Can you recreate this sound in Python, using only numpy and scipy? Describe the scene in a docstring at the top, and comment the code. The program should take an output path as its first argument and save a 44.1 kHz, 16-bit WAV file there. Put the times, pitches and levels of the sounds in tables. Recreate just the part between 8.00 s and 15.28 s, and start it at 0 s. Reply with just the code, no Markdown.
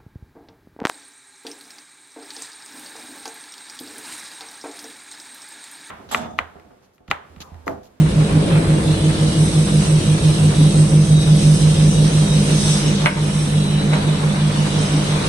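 """A throbbing drone fills a factory hall: a single-shaft shredder's knife rows drive its housing.
The microphone stands close to the screen, then moves a step back. Plastic film churns and grinds inside,
squeaks on the knives and rustles out through the screen, whose steel sings faintly. Wads thump in the
hopper; hard lumps knock in the cutting chamber, and the limiter ducks for a moment at the loudest."""
import sys
import numpy as np
from scipy import signal
from scipy.fft import rfft, irfft
from scipy.io import wavfile
from scipy.ndimage import uniform_filter1d

SR = 44100
rng = np.random.default_rng(int(sys.argv[2]) if len(sys.argv) > 2 else 0)


def bounce(signal):
    """Save signal as a 16-bit WAV file at the path given by the first command-line argument."""
    frames = np.transpose(np.atleast_2d(signal))
    limited = np.clip(frames, -1, 1)
    pcm = np.round(limited * 32767).astype(np.int16)
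    wavfile.write(sys.argv[1], SR, pcm)


N = 321048

# the knives bite at an even rate; the drone swells at each bite, a little earlier with every second
BITES_PER_S, FIRST_SWELL_S, SWELL_CREEP_S_PER_S = 5.752, .032, .0032
# the microphone steps back and the machine's bass falls away
STEP_BACK_S, STEP_LENGTH_S, STEP_LOSS_DB = 3.93, 0.96, 6
# film inside the machine: time_s, churning_db, grinding_db, scraping_db
FILM_FEED = [(0.0, -28, -37.5, -43), (0.5, -20.5, -32.5, -41.5), (0.9, -26, -36, -40),
             (2.0, -26.5, -36.5, -38.5), (2.6, -25.5, -36, -38.5), (3.0, -27.5, -37.5, -41.5),
             (3.7, -25.5, -37.5, -39), (4.75, -26, -34, -37), (5.3, -30.5, -35, -40),
             (5.6, -29.5, -38.5, -40.5), (5.9, -26, -33, -40), (6.5, -29.5, -33.5, -38),
             (7.28, -27.5, -30.5, -37)]


def from_db(db):
    """Decibels to gain."""
    return 10 ** (np.asarray(db) / 20)


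def rms_one(x):
    """Scale to unit rms."""
    return x / np.sqrt(np.mean(x ** 2) + 1e-20)


def seconds():
    """Time of every sample."""
    return np.arange(N) / SR


def in_time(rows):
    """One curve for each column after a table's time column."""
    times, *columns = np.transpose(rows)
    return [np.interp(seconds(), times, column) for column in columns]


def swell(centre_s, half_length_s):
    """A smooth rise and fall of height 1 around a moment."""
    return np.exp(-((seconds() - centre_s) / half_length_s) ** 2)


def bins():
    """Frequency of every spectral bin."""
    return np.arange(N // 2 + 1) * SR / N


def gain_curve(points):
    """Gain per bin from (Hz, dB) points joined on a log axis."""
    hz, db = np.transpose(points)
    return from_db(np.interp(np.log(bins() + 1), np.log(hz), db))


def resonance(hz, width_hz):
    """Response of one damped resonance per bin."""
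    return 1j * bins() * width_hz / (hz ** 2 - bins() ** 2 + 1j * bins() * width_hz)


def drift(rate_hz):
    """A slow random wander with spread 1."""
    points = N // 100
    hz = bins()[:points // 2 + 1]
    spectrum = rfft(rng.standard_normal(points)) * (hz > 0) / (1 + (hz / rate_hz) ** 2) ** 2
    return np.interp(np.arange(N) * points / N, np.arange(points), rms_one(irfft(spectrum, points)))


def white():
    """Two unrelated white noises."""
    return rng.standard_normal((2, N))


def grains(per_s, spread_db, share):
    """Random snaps of uneven size on a smooth bed; share is their part of the power."""
    sizes = from_db(spread_db * np.minimum(rng.exponential(1, (2, N)), 4))
    snaps = sizes * np.sign(white()) * (rng.random((2, N)) < per_s / SR)
    return np.sqrt(share) * rms_one(snaps) + np.sqrt(1 - share) * white()


def radiate(source, colour):
    """Colour a pair of excitations and spread them to left and right; rms 1."""
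    # the hall makes the treble diffuse: frequency_hz, side_minus_mid_db
    hall_width = [(30, -26), (80, -18), (170, -16), (300, -11), (600, -2.5), (1100, 1), (11000, -1)]
    mid, side = rfft(source)
    width = gain_curve(hall_width)
    pair = (mid + side * width * [[1], [-1]]) / np.sqrt(1 + width ** 2)
    return rms_one(irfft(pair * colour, N))


def hall_tone(cycles):
    """A tone of random phase; the hall puts either channel a quarter cycle ahead of the other."""
    apart = rng.choice([-1, 1]) * np.array([[0], [1 / 4]])
    return np.sin(2 * np.pi * (cycles + rng.random() + apart))


def stepped_back():
    """How far the microphone has moved back, from 0 to 1."""
    return np.clip((seconds() - STEP_BACK_S) / STEP_LENGTH_S, 0, 1)


def nearness_db():
    """Level of the machine's bass against that at the close position."""
    return -STEP_LOSS_DB * stepped_back()


def bite():
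    """Swings from -1 between bites to 1 as a knife row digs in."""
    return np.cos(2 * np.pi * BITES_PER_S * (seconds() * (1 + SWELL_CREEP_S_PER_S) - FIRST_SWELL_S))


def rotor_tones(orders, lag_s, waver, lean_db=0, pointed=1):
    """Multiples of the bite rate swell together at each bite, each wavering a little."""
    t = seconds()
    # the swells creep earlier, while the centre pitch stays put
    slip = BITES_PER_S * (SWELL_CREEP_S_PER_S * t - FIRST_SWELL_S - lag_s)
    centre = np.mean([multiple for multiple, db in orders])
    out = 0
    for multiple, db in orders:
        step = multiple - centre
        cycles = multiple * BITES_PER_S * t + step * slip
        unsteady = 1 + waver * (drift(1.1) + 1j * drift(1.0))
        gain = from_db(db + np.clip(step, -.5, 2) * lean_db) * (pointed if abs(step) > 1 else 1)
        out = out + gain * np.real(unsteady * np.exp(2j * np.pi * cycles))
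    return np.sqrt(2) * out


def housing(drone_db, upper_drone_db, boom_db, upper_boom_db, upper_rise_db, pan_db):
    """Knife rows drive two housing resonances, louder with effort; uneven feed adds a boom to each."""
    # multiples of the bite rate that each resonance picks out: multiple, level_db
    drone_orders = [(25, -25), (26, -4.3), (27, -3.6), (28, -14.5)]
    upper_orders = [(33, -18.5), (34, -6.5), (35, -3.5), (36, -17)]
    # how hard the rotor works: time_s, level_db
    effort = [(0, -1.5), (1.0, -5), (2.0, -1.5), (3.0, 0.3), (3.9, 0), (4.35, -0.6), (6.4, -0.2),
              (7.28, -1.5)]
    # the drone's lean between neighbours; an even pair throbs deepest: time_s, db_per_multiple
    lean = [(0, 1.5), (2, 2.2), (2.5, -1), (4.1, 2), (4.4, -4.5), (5.1, -3), (5.5, -5), (7.3, -4.5)]
    # shape of the swells (1 pointed, 0 round, below 0 flat as the knives stay buried): time_s, shape
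    swell_shape = [(0, 1.3), (2.25, 1.1), (2.6, -.2), (3.2, .1), (4.1, -.3), (5, .3), (7.28, .6)]
    effort_db, = in_time(effort)
    lean_db, = in_time(lean)
    pointed, = in_time(swell_shape)
    drone = rotor_tones(drone_orders, lag_s=0, waver=.06, lean_db=lean_db, pointed=pointed)
    boom = radiate(white(), resonance(153.5, 32) ** 2)
    # the boom swells with each bite and fills the hall, so it fades less from a step back
    main = from_db(nearness_db()) * drone + from_db(boom_db + 3 * bite() + .7 * nearness_db()) * boom
    upper_drone = rotor_tones(upper_orders, lag_s=0.06, waver=0.16)
    upper_boom = from_db(upper_boom_db) * radiate(white(), resonance(202.8, 13.6) ** 2)
    # the upper resonance stands in the hall and is a little louder a step back
    upper = (upper_drone + upper_boom) * from_db(upper_rise_db * stepped_back())
    both = from_db(drone_db) * main + from_db(upper_drone_db) * upper
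    return both * from_db(effort_db) * from_db([[pan_db], [-pan_db]])


def drive(frame_db, rumble_db, hum_db):
    """The motor hums, the gears whine and the frame shakes."""
    # steady tones of motor and gearbox: pitch_hz, level_db
    hum_tones = [(318.9, 3), (638, -13)]
    # rise and fall of that hum: time_s, level_db
    hum_level = [(0, -4), (.4, -3.5), (.7, 2.5), (1.2, 3.5), (2, -2.5), (3.0, -1.5), (4.1, -13), (4.8, -5),
                 (6.5, -14), (7.28, -8)]
    # multiples of the bite rate that the frame picks out: multiple, level_db
    frame_orders = [(8, -8.5), (10, -14), (18, -13)]
    # the frame's rumble: frequency_hz, density_db
    rumble_spectrum = [(15, -23), (30, -33), (44, -31), (60, -8), (80, -11.5), (102, -4), (130, -11),
                       (180, -7.5), (300, -54)]
    # mains hum and gear whine, unmoved by the load: pitch_hz, level_db
    whines = [(100, -40), (1749, -55)]
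    t = seconds()
    humming_db, = in_time(hum_level)
    hum = sum(from_db(db + .8 * drift(3)) * np.sin(2 * np.pi * hz * t + .12 * drift(2))
              for hz, db in hum_tones)
    frame = rotor_tones(frame_orders, lag_s=0.0376, waver=0.38)
    frame = frame + from_db(rumble_db) * radiate(white(), gain_curve(rumble_spectrum))
    whine = sum(from_db(db + drift(3)) * np.sqrt(2) * np.sin(2 * np.pi * hz * t + drift(1))
                for hz, db in whines)
    return whine + from_db(hum_db + humming_db) * hum + from_db(frame_db + nearness_db()) * frame


def rubbed_steel(rings, waver_db):
    """Friction keeps narrow steel resonances singing, each coming and going."""
    return sum(from_db(db + waver_db * drift(7.0)) * radiate(white(), resonance(hz, width_hz))
               for hz, width_hz, db in rings)


def cutting(churn_db, panels_db, bite_db, grind_db, rings_db):
    """Film is churned and torn inside the chamber; close up, the churning pulses slightly at each bite."""
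    # low churning and midrange grinding: frequency_hz, density_db
    churn_spectrum = [(100, -12), (170, 9.5), (230, 2), (300, 3), (400, -2.5), (520, -1.5), (650, -8.5),
                      (900, -18), (1500, -69)]
    grind_spectrum = [(400, 1), (680, 1.5), (1000, 2.5), (1400, -0.5), (1900, -4), (2500, -4.5),
                      (3100, -17.5), (6000, -51)]
    # housing panels rung by tumbling film, and the chamber's rubbed steel: pitch_hz, width_hz, level_db
    panel_rings = [(277.6, 14, -3), (367.6, 8, -6.5), (401, 9.8, -4), (439.5, 5.6, -4), (478.5, 10.5, -2.5),
                   (548, 10.5, -5.5)]
    chamber_rings = [(598, 12, -16), (1533, 25, -24), (2135, 35, -24)]
    churning_db, grinding_db, _ = in_time(FILM_FEED)
    tumbling = from_db(drift(33) + .5 * drift(6)) * grains(per_s=700, spread_db=2.4, share=0.25)
    churn = from_db(churn_db) * radiate(tumbling, gain_curve(churn_spectrum))
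    churn += from_db(panels_db) * rubbed_steel(panel_rings, waver_db=2)
    churn *= from_db(bite_db * bite() * (1 - stepped_back()))
    tearing = from_db(1.5 * drift(32)) * grains(per_s=700, spread_db=1.6, share=0.24)
    grind = from_db(grind_db) * radiate(tearing, gain_curve(grind_spectrum))
    grind += from_db(rings_db) * rubbed_steel(chamber_rings, waver_db=1.5)
    return from_db(churning_db) * churn + from_db(grinding_db) * grind


def shower_db():
    """Levels of the rustle and the hiss: a steady flow of flakes that surges as clumps break loose."""
    # flakes passing the holes and falling: time_s, rustle_db, hiss_db
    flow = [(0.0, -43.5, -42.5), (0.55, -43.5, -39), (1.4, -36.5, -35), (3.0, -36, -34), (4.4, -33, -34),
            (5.0, -35.5, -40.5), (5.45, -39.5, -36.5), (6.0, -41.5, -43.5), (7.28, -35, -38.5)]
    # clumps pouring down: centre_s, half_length_s, above_flow_db
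    clumps = [(1.447, 0.06, 3.5), (1.565, 0.047, 3), (1.833, 0.14, 2.5), (2.79, 0.047, 2),
              (3.228, 0.018, 1.5), (3.42, .03, 1.5), (3.53, 0.086, 4), (3.92, 0.024, 1.5),
              (4.317, 0.044, -0.5), (4.7, 0.15, 8), (5.402, 0.11, 2), (6.84, 0.13, 3)]
    surges_db = sum(db * swell(centre_s, half_length_s) for centre_s, half_length_s, db in clumps)
    return np.array(in_time(flow)) + surges_db


def tufts_db(per_s, size_db, fade_s):
    """Small tufts tear off at random: the rustle jumps and sinks back."""
    tears = (rng.random(N) < per_s / SR) * rng.uniform(.4, 1, N)
    surge = signal.lfilter([1], [1, -np.exp(-1 / (fade_s * SR))], tears)
    return size_db * (np.minimum(surge, 1.5) - surge.mean())


def patchy_treble(x, depth_db):
    """Random gains on short, narrow patches of the spectrum give the treble a watery warble."""
    _, _, cells = signal.stft(x, nperseg=1024)
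    patches = uniform_filter1d(rng.standard_normal(cells.shape[1:]), size=3, axis=0)  # across frequency
    patches = uniform_filter1d(patches, size=7, axis=1)  # along time
    gain = rms_one(from_db(depth_db * np.clip(rms_one(patches), -3, 1.6)))
    return signal.istft(cells * gain, nperseg=1024)[1][:, :N]


def flakes(scrape_db, rustle_db, hiss_db):
    """Flakes scrape past the knives, rustle through the screen and hiss as they shower down."""
    # colours of the three noises: frequency_hz, density_db
    scrape_spectrum = [(1600, -8), (2400, -1.5), (2900, 5), (3500, 4), (3950, 4.5), (4150, 2.5),
                       (5500, -7.5)]
    rustle_spectrum = [(3300, -8), (4100, 1.5), (4500, 6.5), (5300, 10.5), (5900, 9), (6700, 9.5),
                       (7100, -6), (7800, 9.5), (8600, -38), (12000, 3.5)]
    hiss_spectrum = [(7500, -35), (7930, -15), (8040, -1), (8180, 0), (8400, -4), (8900, -7.5), (9500, -10),
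                     (10400, -9.5), (11700, -15), (13000, -30)]
    # the hiss leans to the microphone's right: frequency_hz, left_minus_right_db
    hiss_pan = [(7700, 0), (8100, -10), (8900, -8), (9900, 0)]
    scraping_db = in_time(FILM_FEED)[2] + .7 * drift(14)
    rustling_db, hissing_db = shower_db()
    scrape = radiate(grains(per_s=3000, spread_db=1.5, share=0.24), gain_curve(scrape_spectrum))
    rustle = radiate(grains(per_s=3000, spread_db=4.6, share=0.45), gain_curve(rustle_spectrum))
    lean = np.sqrt(gain_curve(hiss_pan))
    hiss_colour = gain_curve(hiss_spectrum) * np.array([lean, 1 / lean])
    hiss_gain = from_db(hiss_db + hissing_db + drift(27))
    hiss = hiss_gain * radiate(grains(per_s=4100, spread_db=1.2, share=0.23), hiss_colour)
    tufts = from_db(tufts_db(per_s=14, size_db=2.4, fade_s=.025))
    shreds = from_db(scrape_db + scraping_db) * scrape + from_db(rustle_db + rustling_db) * rustle
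    return tufts * patchy_treble(shreds, depth_db=4) + hiss


def singing_screen(average_db, db_per_rustle_db, width_hz):
    """Flakes pressed through the holes set the screen's many modes ringing, more so in a heavy flow."""
    # modes of the perforated screen: pitch_hz, level_db
    screen_modes = [(3140, -11), (3490, -7), (3660, -7), (3785, -7), (3828, -8), (4200, -9), (5100, -9),
                    (5360, -9), (5490, -10), (5620, -5), (5860, -10), (6010, -9), (6140, -6), (6420, -10),
                    (7240, -13), (8030, -5), (8140, -3), (9700, -15), (10190, -10), (10290, -14)]
    rustling_db, _ = shower_db()
    level_db = average_db + db_per_rustle_db * (rustling_db - rustling_db.mean())
    rings = [(hz, width_hz, db) for hz, db in screen_modes]
    return from_db(level_db) * rubbed_steel(rings, waver_db=2.8)


def knife_squeaks(wander_hz, flicker_db):
    """The knives ring faintly under the scraping; film sticks and slips on them in unsteady squeaks, and stiff
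    scraps snap with brief tones."""
    # notes of the rubbed knives: pitch_hz, width_hz, level_db
    knife_rings = [(3795, 50, -13), (3921, 12, -8), (8165, 45, -10), (6143, 20, -16)]
    # film caught on the knives, and brief tones of stiff scraps snapping in a crunch: centre_s, half_length_s,
    # pitch_hz, level_db
    squeaks = [(.555, .025, 2620, -37), (.57, .035, 2390, -38), (2.65, .04, 3768, -39),
               (2.65, .04, 3903, -40), (2.8, .06, 8170, -30), (3.19, .065, 3822, -32),
               (3.36, .06, 3785, -40), (3.93, .06, 6143, -40), (3.97, .05, 3795, -36.5),
               (4.32, .055, 3795, -33), (4.32, .11, 6143, -43), (4.85, .19, 6143, -41),
               (5.42, .09, 5624, -43), (5.68, .12, 3924, -38.5), (5.8, .04, 3921, -31),
               (5.933, .008, 2060, -29), (5.94, .04, 3921, -34.5)]
    _, _, scraping_db = in_time(FILM_FEED)
    out = from_db(scraping_db) * rubbed_steel(knife_rings, waver_db=1.5)
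    for centre_s, half_length_s, hz, db in squeaks:
        reach_s = 3 * half_length_s
        span = slice(max(round((centre_s - reach_s) * SR), 0), round((centre_s + reach_s) * SR))
        cycles = np.cumsum(hz + wander_hz * drift(60)[span]) / SR
        level = from_db(db + flicker_db * drift(50)[span]) * swell(centre_s, half_length_s)[span]
        out[:, span] += np.sqrt(2) * level * hall_tone(cycles)
    return out


def hopper_thumps(thump_db, attack_s, t60_s):
    """A thick wad is dragged under a knife, and the hopper walls boom briefly."""
    # thick wads: start_s, level_db
    wads = [(.335, 0), (2.44, -4), (2.58, 0), (6.93, -2)]
    # modes of the hopper walls: pitch_hz, level_db
    hopper_modes = [(268, 4), (292, 5), (395, -10.5)]
    out, t = np.zeros(N), np.arange(SR // 2) / SR
    envelope = (1 - np.exp(-t / attack_s)) * from_db(thump_db - 60 * t / t60_s)
    for start_s, blow_db in wads:
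        boom = sum(from_db(db) * np.sin(2 * np.pi * (hz * t + rng.random())) for hz, db in hopper_modes)
        start = round(start_s * SR)
        out[start:start + len(t)] += from_db(blow_db) * (envelope * boom)[:N - start]
    return out


def lump_knocks(ring_db, crack_db, crack_t60_s, crunch_t60_s, hall_db, hall_t60_s):
    """A lump is caught and crushed: cracks, a dull crunch, ringing steel and a short wash of hall."""
    # hard bits between the knives: start_s, level_db, dullness_db_per_octave, steel_db, crunch_db
    blows = [(.39, -21, 2, -12, -2), (.466, -24, 3, -10, -4), (.555, -14, 0, -12, 0),
             (.575, -18.5, 0, -10, -2), (.613, -21, 2, -10, -2), (4.799, -22, 3, -6, -6),
             (5.0595, -4, 0, 6.5, -10), (5.0645, -1.5, 0, -16, -6), (5.07, -1, 1, -16, -6),
             (5.079, -14, 1, -8, -5), (5.167, -18.5, 8, 5, -12), (5.917, -15, 3, -8, 1),
             (5.933, -7, .5, -9, .5), (5.96, -15, 11, 2, 6)]
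    # modes of the struck chamber: pitch_hz, level_db, t60_s
    chamber_modes = [(370, -11, .08), (530, -12, .1), (598, -5.5, .12), (700, -16, .06), (912, -11, .3),
                     (1000, -13, .14), (1230, -10, .12), (1421, -13, .16), (1537, -9.5, .27),
                     (1585, -16, .38), (1663, -16, .3), (1850, -14, .1), (2020, -12, .1), (2085, -12, .1),
                     (2140, -4.5, .13), (2228, -5.5, .14), (2445, -14, .17), (2853, -14, .18),
                     (2970, -20, .2), (3400, -21, .08), (3540, -19, .12), (4060, -22, .12),
                     (4200, -22, .14)]
    # the sharp crack and the dull crunch: frequency_hz, density_db
    crack_spectrum = [(150, -10), (500, -1), (1200, -3), (2100, 2), (3600, -9), (4800, -22), (7000, -27),
                      (8400, -12), (11000, -16)]
    crunch_spectrum = [(150, -14), (300, -2), (550, -2), (750, -1), (960, 1), (1250, -1), (1600, -14),
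                       (3000, -30), (6000, -50)]
    out, t = np.zeros((2, N)), np.arange(SR // 2) / SR
    crack_noise = radiate(white(), gain_curve(crack_spectrum))
    crunch_noise = radiate(white(), gain_curve(crunch_spectrum))
    crack_and_wash = from_db(crack_db - 60 * t / crack_t60_s) + from_db(hall_db - 60 * t / hall_t60_s)
    octaves_above_1khz = np.log2(np.maximum(np.fft.rfftfreq(len(t), 1 / SR) / 1000, 1))
    for start_s, blow_db, dullness, steel_db, crunch_db in blows:
        start = round(start_s * SR)
        span = slice(start, start + len(t))
        # each blow lands elsewhere, so every mode reaches the microphone with a new phase
        ring = sum(from_db(db - 60 * t / t60_s) * hall_tone(hz * t) for hz, db, t60_s in chamber_modes)
        crunch = from_db(crack_db + crunch_db - 60 * t / crunch_t60_s) * crunch_noise[:, span]
        blow = from_db(ring_db + steel_db) * ring + crack_and_wash * crack_noise[:, span] + crunch
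        # film wrapped round a lump cushions the blow
        cushioned = irfft(rfft(blow) * from_db(-dullness * octaves_above_1khz), len(t))
        out[:, span] += from_db(blow_db) * cushioned * (1 - t / t[-1])
    return out


def limiter(x, ceiling_db, attack_s, release_db_per_s):
    """The gain drops within milliseconds of an overload and creeps back."""
    over_db = np.maximum(20 * np.log10(np.abs(x).max(axis=0) + 1e-9) - ceiling_db, 0)
    release_db = release_db_per_s * seconds()
    held_db = np.maximum.accumulate(over_db + release_db) - release_db
    pole = np.exp(-1 / (attack_s * SR))
    return x * from_db(-signal.lfilter([1 - pole], [1, -pole], held_db))


def scene():
    """The whole shredder as it reaches the stereo microphone."""
    return (housing(drone_db=-11.5, upper_drone_db=-26, boom_db=-16.5, upper_boom_db=-3.0,
                    upper_rise_db=2.5, pan_db=-0.76)
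            + drive(frame_db=-25.0, rumble_db=0.0, hum_db=-31.0)
            + hopper_thumps(thump_db=-14.5, attack_s=0.023, t60_s=0.19)
            + cutting(churn_db=1.8, panels_db=-11.5, bite_db=0.4, grind_db=4.0, rings_db=3.0)
            + flakes(scrape_db=8.0, rustle_db=1.5, hiss_db=0.45)
            + singing_screen(average_db=-45.5, db_per_rustle_db=1.3, width_hz=18)
            + knife_squeaks(wander_hz=14, flicker_db=2)
            + lump_knocks(ring_db=-7, crack_db=-15, crack_t60_s=0.047, crunch_t60_s=0.1,
                          hall_db=-24.5, hall_t60_s=0.39))


def record(dry):
    """Peaks are limited and rounded, and the treble is cut steeply above 11150 Hz."""
    limited = limiter(dry, ceiling_db=-2.06, attack_s=0.003, release_db_per_s=31)
    rounded = limited / (1 + (limited / .95) ** 8) ** (1 / 8)
    lowpass = signal.ellip(10, .05, 60, 11150, fs=SR, output="sos")
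    return signal.sosfiltfilt(lowpass, rounded)


dry = scene()
out = record(dry)
bounce(out)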